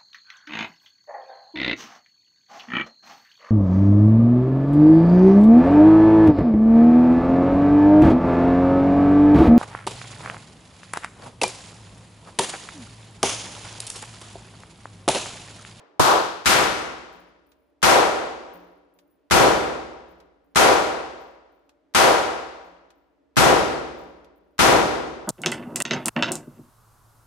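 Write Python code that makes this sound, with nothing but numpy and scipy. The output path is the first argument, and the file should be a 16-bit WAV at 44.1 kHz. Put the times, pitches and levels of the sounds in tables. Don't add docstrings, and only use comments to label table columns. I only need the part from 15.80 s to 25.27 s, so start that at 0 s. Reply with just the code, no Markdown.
import sys
import numpy as np
from scipy import signal
from scipy.fft import rfft, irfft, next_fast_len
from scipy.io import wavfile
from scipy.ndimage import uniform_filter1d

SR = 44100
rng = np.random.default_rng(int(sys.argv[2]) if len(sys.argv) > 2 else 0)


def pcm_store(signal):
    levels = np.round(np.clip(np.atleast_2d(signal), -1, 1) * 32767)
    wavfile.write(sys.argv[1], SR, levels.astype(np.int16).T)


N = 417627
T = np.arange(int(1.6 * SR)) / SR
TOP_HZ = 15200

# (frequency [Hz], relative density [dB per Hz])
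VENT_SPECTRUM = [(25, -30), (65, -10), (100, -9), (135, -9), (180, -5), (235, -9), (290, 1), (460, -1.5),
                 (800, -8), (2000, -18), (5000, -29), (14000, -45)]
# (frequency [Hz], level before the side trim [dB], width [Hz])
FAN_TONES = [(70.5, -85, 3), (285, -73, 26), (339, -78, 16), (455, -80, 20), (585, -79, 12), (625, -83, 14)]

# (frequency [Hz], t60 [s])
HALL_DECAY = [(50, 1), (180, 1.06), (300, 1.137), (600, 1.134), (2000, 1.06), (5000, 0.96), (10000, 0.7),
              (14000, .55)]
# (frequency [Hz], depth [dB])
ROAR_BUILD = [(100, 9.5), (250, 7.5), (550, 23), (1100, 10.5), (2200, 8), (5000, 4), (10000, 3)]
# (frequency [Hz], likeness [-1 to 1])
CHANNEL_LIKENESS = [(50, 0.7), (200, 0.4), (600, 0.3), (1100, 0.23), (1650, -.2), (2400, .15), (6000, 0.16),
                    (10000, 0.4), (12000, 1)]
# (frequency [Hz], left minus right [dB])
LEFT_LEAN = [(100, 3), (600, -2), (1300, 3.5), (2500, 3), (4000, 6), (6500, 9.5), (8000, 2), (9500, -0.5),
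             (12000, -0.5)]
# (frequency [Hz], level before trim and shot colour [dB])
STANDING_WAVES = [(114, -47.5), (143, -45.5), (252, -44), (319, -37), (403.5, -36.5), (502.5, -36),
                  (542, -39), (650, -33), (774, -27), (965, -32), (994, -41), (1168, -46.5), (1288, -37.5),
                  (1319, -43.5), (1392, -37), (1419, -36), (1584, -40.5), (1627, -44.5), (1867, -50.5),
                  (1968, -42), (2072, -45)]
# (frequency [Hz], level before shot colour [dB], t60 [s])
DEEP_MODES = [(53, -47, 2.1), (69.6, -40, 1.6)]
FLUTTER_S, FLUTTER_DB, FLUTTER_FADE_S, FLUTTER_HZ = .053, 1, .18, 430
FIRST_SWELL_S, ROUND_TRIP_S, SWELL_DB, SWELL_FADE_S = .17, .25, 2, .5
SWELL_HZ, SWELL_OCTAVES = 650, 1.3

# (frequency [Hz], relative density [dB per Hz])
OTHER_GUN_SPECTRUM = [(25, -30.5), (100, -16), (250, -14), (340, -1), (700, 3), (1000, 3.5), (1450, -3),
                      (2000, -14), (3800, -15.5), (7000, -24.5), (10800, -30.5), (13900, -38.5),
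                      (15000, -66)]
# (frequency [Hz], relative density [dB per Hz])
THUMP_SPECTRUM = [(25, -16), (55, -3.5), (130, 4), (240, -0.5), (400, -13), (900, -39), (2000, -92.5)]

# (landing time [s], ring level before trim [dB], thud level [dB], first flight after landing [s])
CASE_LANDINGS = [(1.327, -60, -58.5, .339), (2.734, -55.5, -51.5, .405), (4.288, -67.5, -59, .355),
                 (5.401, -68, -64, .32), (6.845, -73, -58.5, .31), (8.185, -61.5, -50, .374)]
# (frequency before pitch spread [Hz], relative level [dB], t60 [s])
BRASS_MODES = [(9512, -26, .3), (10700, -11, .8), (12310, -22, .2), (12760, -22, .2), (14950, -1, .5)]
# (frequency [Hz], relative level [dB], t60 [s])
SHEET_MODES = [(178, -4.5, 0.57), (178, -3.5, 0.91), (294, 1.5, .8), (346, -3, 1)]
CONTACT_COUNT, FLIGHT_SHRINK = 3, .4
RING_LOSS_DB, THUD_LOSS_DB = 8, 18

# (time [s], level before trim [dB])
TRIGGER_RESETS = [(1.7175, -55), (3.1886, -53.5), (4.402, -52.5), (5.893, -53.5), (7.1043, -52),
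                  (8.4446, -54)]
# (frequency [Hz], relative density [dB per Hz])
SNAP_SPECTRUM = [(470, -29), (800, -6), (2260, -13.5), (4020, -12.5), (7490, -19), (8570, -26),
                 (12200, -22.5), (13800, -38), (14900, -31.5)]
# (frequency before pitch factor [Hz], relative level [dB], t60 [s])
STEEL_MODES = [(2690, 3.5, .03), (3580, 0, .03), (3950, 0, .03), (6160, 0, .025), (10600, -13, .025),
               (12400, -12.5, .02)]

# (time [s], roar level [dB], bass colour [dB], body colour [dB],
#               length of the low ring [factor], thump level [dB])
RIFLE_SHOTS = [(.657, -13.5, -3, -5.5, 1.09, -31), (2.027, -14.5, -5, 2.5, 1.16, -26),
               (3.509, -15, 3.5, 1, 1.08, -24.5), (4.757, -14.5, -2.5, 2.5, 1.01, -30.5),
               (6.147, -14.5, -4, 2, 0.95, -29), (7.567, -15, 4.5, 0.5, 1.15, -19.5),
               (8.790, -14.5, 4, 0, 1.22, -31.5)]
# (frequency [Hz], relative density [dB per Hz])
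BLAST_SPECTRUM = [(25, -34), (50, -19.5), (110, -16.5), (138, -14), (200, -10), (260, -7.5), (370, -1),
                  (520, 0), (1300, -5.5), (2200, -12), (5500, -21.5), (9800, -28), (13900, -39.5),
                  (15000, -72.5)]


def amp(db):
    return 10 ** (np.asarray(db) / 20)


def unit(x):
    return x / np.sqrt(np.mean(x ** 2) + 1e-20)


def along(points, hz):
    f, v = np.transpose(points)
    return np.interp(np.log(hz + 1), np.log(f + 1), v)


def hump(hz, centre_hz, octaves):
    return np.exp(-(np.log2((hz + 1) / centre_hz) / octaves) ** 2)


def filtered(x, response):
    size = x.shape[-1]
    m = next_fast_len(size + 8192)
    hz = np.fft.rfftfreq(m, 1 / SR)
    return irfft(rfft(x, m) * response(hz), m)[..., :size]


def coloured(x, spectrum):
    return unit(filtered(x, lambda hz: amp(along(spectrum, hz))))


def noise(spectrum, size):
    return coloured(rng.standard_normal((2, size)), spectrum)


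def add(track, s, sound):
    part = track[:, max(round(s * SR), 0):]
    part[:, :sound.shape[-1]] += sound[..., :part.shape[1]]


def ringing(modes, pitch):
    t = T[:SR]
    hz, db, t60 = np.transpose(modes)[:, :, None]
    tones = np.exp(-np.log(1000) * t / t60) * np.sin(2 * np.pi * hz * pitch * t)
    strengths = amp(db.T + rng.normal(0, 2.5, (2, len(modes))))
    return strengths @ tones


def ventilation(air_db=-73, side_db=-4):
    def tones(hz):
        response = 0
        for centre, db, width in FAN_TONES:
            scale = np.sqrt(2 * SR / (np.pi * width))
            response = response + amp(db) * scale / (1 + (2 * (hz - centre) / width) ** 2)
        return response

    air = amp(air_db) * noise(VENT_SPECTRUM, N)
    mid, side = air + filtered(rng.standard_normal((2, N)), tones)
    return np.array([mid + amp(side_db) * side, mid - amp(side_db) * side])


def diffuse(spectrum):
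    z = signal.stft(rng.standard_normal((2, len(T))), nperseg=4096)[2]
    power = np.abs(uniform_filter1d(np.abs(z) ** 2, size=15, axis=1))
    even = signal.istft(z / np.sqrt(power + 1e-12), nperseg=4096)[1][:, :len(T)]
    return coloured(even, spectrum)


def roar_db(hz, t, stretch, build, full_s=.14, build_s=.042):
    decay = -60 * (t - full_s) / (along(HALL_DECAY, hz) * stretch)
    swell_phase = 2 * np.pi * (t - FIRST_SWELL_S) / ROUND_TRIP_S
    swell = SWELL_DB * np.exp(-t / SWELL_FADE_S) * np.cos(swell_phase)
    flutter = FLUTTER_DB * np.exp(-t / FLUTTER_FADE_S) * np.cos(2 * np.pi * t / FLUTTER_S)
    waves = swell * hump(hz, SWELL_HZ, SWELL_OCTAVES) + flutter * hump(hz, FLUTTER_HZ, .9)
    return decay - build * along(ROAR_BUILD, hz) * np.exp(-t / build_s) + waves


def hall(echoes, stretch, low_ring, build, ring_hz=250, apart=1.2, apart_s=.068,
         shade_db=5, shade_s=.22, lag_rad=1.7, lag_hz=470, lag_s=.4):
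    hz, t, (a, b) = signal.stft(echoes, SR, nperseg=512)
    hz = hz[:, None]
    likeness = along(CHANNEL_LIKENESS, hz) * (1 - apart * np.exp(-t / apart_s))
    turn = np.arccos(np.clip(likeness, -1, 1)) / 2
    shared, opposed = np.cos(turn) * a, np.sin(turn) * b
    pair = np.array([shared + opposed, shared - opposed])
    lag = lag_rad * hump(hz, lag_hz, .75) * np.exp(-t / lag_s)
    pair = pair * np.exp(.5j * np.array([-lag, lag]))
    lean = along(LEFT_LEAN, hz) + shade_db * np.exp(-t / shade_s) * hump(hz, 700, 1)
    level = roar_db(hz, t, stretch * low_ring ** hump(hz, ring_hz, 1.2), build)
    shaped = pair * amp(level + np.array([lean, -lean]) / 2)
    return signal.istft(shaped, SR, nperseg=512)[1][:, :len(T)]


def standing_waves(modes_db=1, spread_rad=.87):
    def tone(hz):
        phase = rng.uniform(0, 2 * np.pi) + spread_rad * rng.standard_normal((2, 1))
        return np.sqrt(2) * np.sin(2 * np.pi * hz * T + phase)

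    ring = np.zeros((2, len(T)))
    for hz, db in STANDING_WAVES:
        ring += amp(db + modes_db + roar_db(hz, T, .96, 1)) * tone(hz)
    for hz, db, t60 in DEEP_MODES:
        ring += amp(db - 60 * T / t60) * tone(hz)
    return ring


def thump(t60=.52, common_db=-7):
    against, common = noise(THUMP_SPECTRUM, len(T)) * amp(-60 * T / t60)
    return np.array([against, -against]) + amp(common_db) * common


def earlier_shot(level_db=-17, age_s=.7):
    out = np.zeros((2, N))
    roar = amp(level_db) * hall(noise(BLAST_SPECTRUM, len(T)), .87, 1, 1)
    add(out, 0, roar[:, round(age_s * SR):])
    return out


def other_lane(s=.195, level_db=-14, stretch=.81, low_ring=.68, build=2.4,
               slap_db=-11.5, slap_t60=.24, slap_hz=3000, thump_db=-19, thump_t60=.22):
    out = np.zeros((2, N))
    slap = filtered(diffuse(OTHER_GUN_SPECTRUM), lambda hz: 1 / (1 + (hz / slap_hz) ** 2))
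    slap = slap * amp(slap_db - 60 * T / slap_t60)
    roar = amp(level_db) * hall(diffuse(OTHER_GUN_SPECTRUM), stretch, low_ring, build, ring_hz=696)
    report = slap + roar + amp(thump_db) * thump(thump_t60)
    add(out, s, report * (1 - np.exp(-T / .001)))
    return out


def contacts():
    found = []  # (time [s], ring level before trim [dB], thud level [dB])
    for s, ring_db, thud_db, flight_s in CASE_LANDINGS:
        for k in range(CONTACT_COUNT):
            flown_s = flight_s * sum(FLIGHT_SHRINK ** j for j in range(k))
            found.append((s + flown_s, ring_db - RING_LOSS_DB * k, thud_db - THUD_LOSS_DB * k))
    return found


def cases(tick_db=3, tick_t60=.05, tick_hz=9500, spread_s=.024, tumble_hz=45, brass_db=-2):
    out, t = np.zeros((2, N)), T[:SR]
    for s, ring_db, thud_db in contacts():
        pitch = rng.normal(1, .005)
        tick = filtered(rng.standard_normal((2, SR)), lambda hz: 1 - 1 / (1 + (hz / tick_hz) ** 6))
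        tick = tick * amp(tick_db - 60 * t / tick_t60)
        tumble = filtered(rng.standard_normal((2, SR)), lambda hz: 1 / (1 + (hz / tumble_hz) ** 2))
        ring = amp(brass_db) * unit(tumble) * ringing(BRASS_MODES, pitch)
        add(out, s, amp(ring_db) * (ring + tick))
        boom = ringing(SHEET_MODES, 1) * (1 - np.exp(-t / spread_s))
        add(out, s, amp(thud_db) * boom)
    return out


def click(snap_t60=.054, ring_db=-14, room_db=-24, room_t60=.3):
    t = T[:SR]
    envelope = amp(-60 * t / snap_t60) + amp(room_db - 60 * t / room_t60)
    return noise(SNAP_SPECTRUM, SR) * envelope + amp(ring_db) * ringing(STEEL_MODES, .94)


def trigger(level_db=-3):
    out = np.zeros((2, N))
    for s, db in TRIGGER_RESETS:
        add(out, s, amp(db + level_db) * click())
    return out


def rifle(steady_hz=3200, hammer_db=-38):
    def same(hz):
        return .93 / np.sqrt(1 + (hz / steady_hz) ** 4)

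    out = np.zeros((2, N))
    walls, modes = diffuse(BLAST_SPECTRUM), standing_waves()
    for s, db, bass_db, body_db, low_ring, thump_db in RIFLE_SHOTS:
        repeated = filtered(walls, same)
        fresh = filtered(noise(BLAST_SPECTRUM, len(T)), lambda hz: np.sqrt(1 - same(hz) ** 2))
        roar = amp(db) * hall(repeated + fresh, .97, low_ring, 1) + modes
        roar = filtered(roar, lambda hz: amp(bass_db * hump(hz, 110, 2) + body_db * hump(hz, 570, 1.1)))
        report = roar + amp(thump_db) * thump()
        add(out, s, report * (1 - np.exp(-T / .001)))
        add(out, s - .008, amp(hammer_db) * click())
    return out


def scene():
    return ventilation() + earlier_shot() + other_lane() + cases() + trigger() + rifle()


def record(dry):
    rounded = dry / (1 + np.abs(dry) ** 6) ** (1 / 6)
    return filtered(rounded, lambda hz: 1 / np.sqrt(1 + (hz / TOP_HZ) ** 160))


dry = scene()
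out = record(dry)
pcm_store(out)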